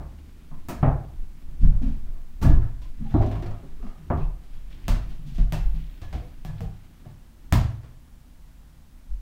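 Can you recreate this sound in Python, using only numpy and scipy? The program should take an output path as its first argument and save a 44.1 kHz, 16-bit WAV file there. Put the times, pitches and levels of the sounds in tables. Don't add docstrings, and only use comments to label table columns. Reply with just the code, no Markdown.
import sys
import numpy as np
from scipy import signal
from scipy.fft import rfft, irfft, next_fast_len
from scipy.io import wavfile
from scipy.ndimage import uniform_filter1d

SR = 44100
rng = np.random.default_rng(int(sys.argv[2]) if len(sys.argv) > 2 else 0)


def voltage_ratio(decibels):
    exponent = np.asarray(decibels, float) / 20
    return 10 ** exponent


def dump(signal):
    limited = np.clip(np.atleast_2d(signal).T, -1, 1)
    pcm = np.round(limited * 32767).astype(np.int16)
    wavfile.write(sys.argv[1], SR, pcm)


N = 406155

# (frequency [Hz], density [dB per Hz])
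HUSH = [(8.8, -33), (15, -1.5), (28, -1), (87, -20), (166, -14), (204, -25), (243, -20), (423, -42),
        (462, -34.5), (881, -35), (1580, -39), (2600, -43), (15100, -48.5), (15900, -49.5)]

# (time [s], strength [dB], length [s])
SWAYS = [(.56, -26.5, 0.15), (.87, -21, 0.12), (1.21, -21, 0.094), (1.48, -27.5, 0.16), (1.69, -5, 0.1),
         (1.87, -20, 0.13), (2.08, -22.5, 0.25), (2.52, -7, 0.13), (2.9, -27, 0.21), (3.06, -26, .08),
         (3.21, -22, 0.083), (3.5, -25.5, 0.095), (3.75, -27.5, 0.19), (3.87, -23.5, 0.046),
         (4.22, -25.5, 0.15), (4.56, -28, 0.2), (4.91, -15.5, 0.058), (5.12, -26.5, 0.17),
         (5.41, -21.5, 0.14), (5.67, -17, 0.15), (6.08, -34, 0.16), (6.44, -33, 0.21), (6.75, -50, 0.12),
         (7.57, -28, 0.13), (9.13, -15.5, 0.029)]
HEELS = [(.01, -34, 0.09), (.88, -17.5, 0.091), (1.48, -41, 0.091), (1.64, -5, 0.041), (1.77, -20.5, 0.084),
         (1.91, -30, 0.098), (2.46, -21, 0.062), (2.56, -13, 0.094), (2.8, -35, 0.15), (3.01, -34.5, 0.078),
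         (3.21, -15, 0.054), (3.36, -27, 0.16), (3.54, -39, .1), (3.82, -30.5, 0.065), (4.25, -17.5, 0.09),
         (4.67, -38, 0.15), (4.93, -20.5, 0.16), (5.41, -11, .09), (5.67, -19.5, 0.19), (6.19, -34, .09),
         (6.49, -30, 0.082), (6.67, -28, 0.044), (7.57, -16.5, 0.079), (9.13, -26.5, 0.091)]
BOARDS = [(.05, -36.5, 0.35), (.86, -25.5, 0.23), (1.48, -39, 0.083), (1.64, -17.5, .08),
          (1.86, -28.5, 0.19), (2.49, -11, 0.093), (2.6, -27, 0.11), (3.02, -34, .1), (3.21, -16, .06),
          (3.37, -36, 0.23), (4.13, -25, 0.1), (4.9, -23, 0.086), (5.41, -32.5, 0.15), (5.7, -52, 0.15),
          (6.16, -23, 0.073), (6.62, -33, 0.06), (7.62, -24, 0.14)]

# (time [s], effort [dB], nearness to the microphone [dB])
MOVING = [(0.0, -65, -12), (0.28, -63, -20), (0.8, -65, -13), (1.2, -65.5, -10), (1.8, -66.5, -9),
          (2.4, -67, -3.5), (3.0, -64.5, -17), (3.15, -54.5, -17), (3.4, -54.5, -17), (3.56, -62, -17),
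          (4.54, -66.5, -12), (4.95, -58.5, -12), (5.5, -66, -9), (5.69, -63, -2), (6.38, -62, -11),
          (6.67, -61, -14), (7.4, -69, -8), (9.21, -74, -7)]
# (time [s], strength [dB], length [s])
SCUFFS = [(3.232, -57, .03), (3.325, -57, .03), (3.435, -57, .03), (4.21, -62, .08), (4.54, -65, .1),
          (4.73, -60, .08), (4.85, -61, .08), (5.115, -63, .07), (5.8, -62, .4), (6.585, -61, .04)]

# build (decay t60 [s], rise [s], spread of the cluster [0-1]),
# then hits (time [s], frequency [Hz], level [dB])
WIRE = (0.49, 0.0087, 0.0298)
WIRE_HITS = [(0.691, 1700, -56.5), (2.44, 1700, -44.5), (6.02, 1700, -61), (6.135, 1740, -66),
             (6.45, 1700, -59), (4.18, 2610, -68), (5.53, 2680, -55)]
BACKBOARD = (.4, .004, .3)
BACKBOARD_HITS = [(.832, 710, -32), (.832, 594, -33), (3.145, 600, -37), (3.2, 692, -33),
                  (4.103, 1090, -39), (4.105, 800, -38), (.835, 900, -41), (3.145, 908, -40),
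                  (2.62, 1600, -62), (.513, 1000, -58), (7.526, 900, -41), (6.13, 700, -47),
                  (6.608, 720, -50)]
DOOR = (.55, 0.016, .04)
DOOR_HITS = [
    (2.46, 107.2, -19.5),
    (3.161, 103.4, -20),
    (3.3, 105, -29),
    (3.45, 103.4, -35.5),
    (7.531, 103.8, -20.5),
]
BOX = (0.18, 0.0049, 0.072)
BOX_HITS = [(3.0, 211, -39), (3.145, 302, -24), (5.385, 159.6, -24), (2.824, 1030, -55), (4.885, 890, -43),
            (5.53, 610, -39.5), (6.135, 794, -50), (6.608, 790, -57), (7.055, 730, -54), (7.055, 620, -56),
            (7.526, 2100, -44), (1.82, 240, -33), (.84, 285, -32), (7.53, 285, -32.5), (3.16, 370, -31),
            (2.5, 300, -29), (2.44, 234, -25), (2.565, 370, -40), (2.46, 380, -34), (3.85, 200, -43.5)]
SHELF = (0.54, 0.053, .1)
SHELF_HITS = [(3.45, 1280, -55), (3.8, 1286, -58), (3.78, 1150, -61), (3.839, 1200, -56.5)]
HOOK = (.5, .02, .03)
HOOK_HITS = [(3.09, 3550, -62), (3.125, 3950, -61)]
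PANEL = (.22, .004, .12)
PANEL_HITS = [(.836, 760, -36), (.845, 1880, -51), (.89, 740, -41), (2.425, 550, -42), (2.46, 668, -45),
              (2.56, 1040, -51), (2.625, 1300, -56), (3.15, 850, -41), (3.152, 345, -33),
              (3.222, 1050, -46), (3.225, 700, -38), (3.29, 380, -42), (3.31, 720, -45), (3.355, 1080, -51),
              (3.41, 700, -49), (3.46, 480, -50), (4.105, 565, -39), (4.103, 1350, -46), (4.165, 1050, -48),
              (4.2, 1050, -50), (4.21, 2610, -59), (4.27, 1000, -57), (3.8, 400, -52), (5.53, 1780, -49),
              (5.53, 950, -48), (6.02, 700, -57), (6.135, 480, -52), (.69, 240, -46), (2.44, 280, -31),
              (7.555, 720, -43)]
BALL = (.05, .001, .1)
BALL_HITS = [(7.523, 2350, -35), (7.529, 900, -32), (7.531, 1800, -40), (7.531, 4700, -43),
             (7.553, 1050, -38)]
DULL = (.3, .004, .1)
DULL_HITS = [(.688, 235, -31), (.832, 245, -30), (3.146, 245, -28), (4.105, 245, -33), (4.105, 104, -27),
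             (4.885, 245, -35), (2.52, 245, -32), (3.83, 240, -44), (3.63, 400, -52), (3.225, 500, -43),
             (6.61, 460, -49), (6.22, 500, -55), (3.73, 105, -44), (3.05, 800, -52), (4.883, 1150, -44)]

# (time [s], knock [dB], boom [dB], boom centre [Hz], slap [dB])
STEPS = [(1.478, -54, -50.5, 124, -69), (1.603, -49, -37.5, 175, -51.5), (1.628, -38.5, -21.5, 148, -52.5),
         (1.719, -42, -41, 110, -62), (1.815, -40.5, -31.5, 199, -48), (1.86, -44, -35.5, 193, -52),
         (1.902, -56, -47, 110, -65), (2.058, -49, -53, 110, -65), (2.149, -51, -58, 110, -78),
         (3, -46, -31.5, 176, -64), (3.104, -40, -38, 113, -52), (3.621, -44, -48, 200, -78),
         (3.977, -61, -48.5, 194, -75), (4.429, -54, -63, 132, -56), (4.529, -53.5, -51, 110, -57),
         (4.699, -57, -51.5, 146, -54), (5.086, -49.5, -44, 156, -51), (5.189, -68, -41.5, 139, -74),
         (5.26, -53, -38.5, 165.6, -46.5), (5.342, -51, -55, 162, -45), (5.739, -51, -36, 160, -52),
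         (6.251, -57, -54, 124, -68), (6.487, -41, -36.5, 110, -69)]
TAPS = [(0.003, -36, -41.5, 136, -70), (0.514, -44.5, -42, 166, -73), (0.879, -25.5, -33, 120, -61),
        (2.619, -39, -36, 91, -57), (2.819, -50.5, -55, 114, -49), (3.827, -45, -50, 93, -58),
        (3.867, -42, -55, 91.5, -56), (4.175, -43, -31.5, 112, -53), (5.382, -37.5, -34, 156, -46.5),
        (6.017, -42.5, -37.5, 91.5, -46), (6.128, -35, -34, 93.4, -41.5), (6.159, -58, -47, 141, -55),
        (7.053, -46, -40.5, 140, -65), (7.833, -46, -51, 95.5, -57)]
RATTLES = [(3.214, -36, -49, 398, -48), (3.223, -27, -29.5, 377, -46), (3.261, -48, -32.5, 217, -44),
           (3.314, -31, -38.5, 388, -44), (3.353, -33.5, -35.5, 183, -47), (3.424, -34, -37.5, 377, -44),
           (3.461, -36, -38.5, 198, -44.5), (3.509, -37.5, -49, 287, -50), (3.545, -41.5, -64, 275, -64)]
DUNK = [
    (2.413, -34, -28.5, 211, -43.5),
    (2.423, -22.5, -21, 110, -35.5),
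    (2.449, -23.5, -22, 152, -64),
]
THUDS = [
    (0.828, -15, -18, 122, -32.5),
    (3.141, -21, -20.5, 103, -48),
    (4.102, -18.5, -27, 102, -39.5),
]
BOUNCES = [
    (0.686, -25, -33, 247, -40),
]
NEAR = [
    (4.88, -25, -22, 102, -32),
    (5.522, -27, -23, 125, -36),
    (6.448, -40, -34, 145, -47),
    (6.605, -39, -29, 143, -50),
    (7.523, -18.5, -12, 130, -27),
]

# (frequency [Hz], level [dB], decay t60 [s])
BOOM = [(61.9, 9.5, 0.66), (77.6, 3, 0.51), (102, 0.5, 0.56), (110, 1, 0.39), (124, -3, 0.68),
        (139.54, 3, 0.43), (156, 3.5, 0.4), (187.8, -6, 0.45), (218.5, 1, 0.35), (263.5, 4.5, 0.23),
        (312.5, -8.5, 0.17), (349, 0, 0.23), (401.4, 0.5, 0.2)]
# (frequency [Hz], width [Hz], height above the smooth tail [dB])
BODY = [(610, 120, 1), (691, 19, 4.5), (920, 150, 0), (1140, 22, 1.5), (1355, 110, 0.5), (1700, 15, 2.5),
        (468, 35, -8)]
# (band centre [Hz], decay t60 [s])
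ROOM = [(330, 0.46), (800, 0.52), (1700, 0.54), (3500, 0.5), (7000, 0.44), (13000, 0.32)]
# (delay [s], level [dB])
ECHOES = [(0, 1.5), (.0075, -8.5), (.012, -13), (.031, -10)]
# (frequency [Hz], gain [dB])
MIC = [(6000, -1), (11000, -4), (15000, 5), (16300, 0), (16900, -32)]


def evened(x):
    return x / np.sqrt(np.mean(x ** 2) + 1e-20)


def read(points, hz):
    f, value = np.transpose(points)
    return np.interp(np.log(hz + 1), np.log(f + 1), value)


def curve(rows, column):
    rows = np.array(rows)
    return voltage_ratio(np.interp(np.arange(N) / SR, rows[:, 0], rows[:, column]))


def band(x, lo_hz, hi_hz):
    sos = signal.butter(2, [lo_hz, hi_hz], "band", fs=SR, output="sos")
    return evened(signal.sosfilt(sos, x))


def add(mix, s, sound):
    part = mix[max(round(s * SR), 0):][:len(sound)]
    part += sound[:len(part)]


def clumped(spread_db, smooth):
    drift = evened(uniform_filter1d(rng.standard_normal(N), smooth))
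    return rng.standard_normal(N) * voltage_ratio(spread_db * drift)


def wobble(lo_hz, hi_hz):
    noise = rng.standard_normal(next_fast_len(N + SR))
    z = signal.hilbert(band(band(noise, lo_hz, hi_hz), lo_hz, hi_hz))
    level = evened(z.real / (abs(z) + 0.29))
    return level[SR // 2:][:N]


def pushes(rows, rest_db, stretch=1):
    rise_share, fall_db = 0.52, 15.5
    t = np.arange(0, N / SR + .01, .002)
    s, db, length = np.transpose(rows)[:, :, None]
    away = np.where(t < s, (s - t) / rise_share, (t - s) / stretch) / length
    gain = voltage_ratio(rest_db) + voltage_ratio(db - fall_db * away).sum(0)
    return np.interp(np.arange(N) / SR, t, gain)


def hush():
    size = next_fast_len(N)
    hz = np.fft.rfftfreq(size, 1 / SR)
    spectrum = rfft(rng.standard_normal(size)) * voltage_ratio(read(HUSH, hz))
    return voltage_ratio(-50) * evened(irfft(spectrum, size)[:N])


def joists():
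    sway = wobble(7.8, 23.9) * uniform_filter1d(pushes(SWAYS, -51), 900)
    thud = wobble(31.3, 46.6) * uniform_filter1d(pushes(HEELS, -51), 600)
    board = wobble(55.3, 80.7) * uniform_filter1d(pushes(BOARDS, -53.5), 400)
    return voltage_ratio(-1.5) * (sway + thud + voltage_ratio(-2.0) * board)


def rustle():
    grains = clumped(1.93, 500)
    effort = curve(MOVING, 1)
    scrape = band(grains, 540, 3270) * effort
    swish = band(grains, 13500, 16000) * effort * curve(MOVING, 2)
    shuffle = voltage_ratio(8) * effort
    after = voltage_ratio(-18) * pushes(BOARDS, -59, stretch=1.23)
    grumble = band(band(grains, 120, 343), 120, 343) * (shuffle + after)
    return voltage_ratio(-4) * (scrape + swish + grumble)


def scuffs():
    return band(clumped(3.0, 150), 1800, 3800) * pushes(SCUFFS, -95)


def rings(part, hits):
    t60, rise, spread = part
    t, out = np.arange(0, min(t60, .43), 1 / SR), np.zeros(N)
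    for s, hz, db in hits:
        detune, phase = rng.random((2, 12, 1))
        mode_hz = hz * (1 + spread * (detune - .5))
        cluster = np.sin(2 * np.pi * (mode_hz * t + phase)).sum(0)
        add(out, s, cluster * voltage_ratio(db - 4 - 60 * t / t60) * (1 - np.exp(-t / rise)))
    return out


def furniture():
    return rings(BOX, BOX_HITS) + rings(SHELF, SHELF_HITS) + rings(DULL, DULL_HITS)


def door_and_hoop():
    door = rings(DOOR, DOOR_HITS) + rings(PANEL, PANEL_HITS)
    hoop = rings(HOOK, HOOK_HITS) + rings(WIRE, WIRE_HITS) + rings(BACKBOARD, BACKBOARD_HITS)
    return door + hoop


def boom(t, centre_hz, rise, spread, scatter_db):
    hz, db, t60 = np.transpose(BOOM)[:, :, None]
    luck = rng.random((2, len(BOOM), 1)) - .5
    db = db - 10 * (np.log2(hz / centre_hz) / spread) ** 2 + scatter_db * luck[0]
    turns = hz * t + .5 + 0.39 * luck[1]
    ring = (voltage_ratio(db - 60 * t / t60) * np.sin(2 * np.pi * turns)).sum(0)
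    ring = ring * (1 - np.exp(-t / rise))
    return ring / np.sqrt(np.mean(ring[:SR // 30] ** 2))


def knock(t, levels_db, rise, click_db, damping, slap_hz, air_hz):
    knock_db, slap_db, air_db, belly_db = levels_db
    crack_share, crack_s = .12, 0.0005
    hz = np.fft.rfftfreq(len(t), 1 / SR)
    taps = rng.standard_normal(len(t)) * (1 - np.exp(-t / rise))
    for delay, db in ECHOES:
        crack = crack_share * rng.standard_normal(200) * np.exp(-t[:200] / crack_s)
        crack[0] = -1 if delay == 0 else -crack_share
        add(taps, delay + .0004, voltage_ratio(click_db + db) * crack)
    colour = sum(db / (1 + ((hz - f) / w) ** 2) for f, w, db in BODY) + read(MIC, hz)
    spot = evened(uniform_filter1d(rng.standard_normal(len(hz)), size=60))
    colour += 2.5 / (1 + (hz / 1800) ** 2) * spot
    density = [(250, knock_db + belly_db), (750, knock_db), (1250, knock_db - 6.0), (slap_hz, slap_db - 3.0),
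               (air_hz, air_db - 3), (1.85 * air_hz, air_db - 16)]
    z = rfft(taps) * voltage_ratio(read(density, hz) + colour + 4.5)
    centres, out = np.transpose(ROOM)[0], 0
    for k, (f, t60) in enumerate(ROOM):
        share = read(np.transpose([centres, np.arange(len(ROOM)) == k]), hz) * (hz > 280)
        decay = voltage_ratio(-60 * t / (t60 * damping ** (k / 3)))
        out = out + irfft(z * share, len(t)) * decay
    return out * (1 - np.exp(-t / min(rise, .004) * 4))


def blows(rows, rise, boom_rise, spread, click_db, damping, boom_trim_db, air_db,
          belly_db=6, lag=0, slap_hz=3300, air_hz=12000):
    t, out = np.arange(22000) / SR, np.zeros(N)
    for s, knock_db, boom_db, boom_hz, slap_db in rows:
        low = voltage_ratio(boom_db + boom_trim_db) * boom(t, boom_hz, boom_rise, spread, 18.4)
        levels_db = knock_db, slap_db, slap_db + air_db, belly_db
        add(out, s + lag, low + knock(t, levels_db, rise, click_db, damping, slap_hz, air_hz))
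    return out


def feet():
    return blows(STEPS, 0.0069, 0.011, spread=0.59, click_db=-17, damping=1.0, boom_trim_db=-0.5, air_db=-16.5)


def hoop_blows():
    dunk = blows(DUNK, 0.0025, 0.0098, spread=0.68, click_db=-19, damping=0.87,
                 boom_trim_db=0.5, air_db=-7.5)
    rim = blows(RATTLES, 0.0013, 0.006, spread=0.47, click_db=19, damping=.35,
                boom_trim_db=-2.5, air_db=-16)
    return dunk + rim


def ball_blows():
    taps = blows(TAPS, 0.0011, 0.0042, spread=0.67, click_db=21, damping=0.81,
                 boom_trim_db=-0.5, air_db=-18)
    wood = blows(THUDS, 0.0012, 0.0016, spread=0.8, click_db=18, damping=0.67,
                 boom_trim_db=2.0, air_db=-29.5, belly_db=8.0, slap_hz=2370, air_hz=5500)
    hand = blows(BOUNCES, 0.0025, 0.0015, spread=0.97, click_db=23, damping=0.8,
                 boom_trim_db=-1.5, air_db=0.0)
    near = blows(NEAR, 0.0034, 0.003, spread=0.86, click_db=33, damping=0.85,
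                 boom_trim_db=-3.0, air_db=-8.5, belly_db=2.5, lag=0.00151)
    return taps + wood + hand + near + rings(BALL, BALL_HITS)


def scene():
    background = hush() + joists()
    player = rustle() + scuffs() + feet()
    ringing = furniture() + door_and_hoop()
    return (background + player + ringing + hoop_blows() + ball_blows())[None]


def top_cut(x):
    return signal.sosfilt(signal.butter(12, 16860, fs=SR, output="sos"), x)


def record(dry):
    size = next_fast_len(N)
    above = np.fft.rfftfreq(size, 1 / SR) > 15800
    top = irfft(rfft(dry, size) * above, size)[:, :N]
    power = uniform_filter1d(top ** 2, size=400)
    loud = power > voltage_ratio(2 * -70) + 2 * np.roll(power, 600, axis=1)
    gate = uniform_filter1d(1. * loud, size=200)
    return top_cut(dry - top * (1 - gate))


dry = scene()
out = record(dry)
dump(out)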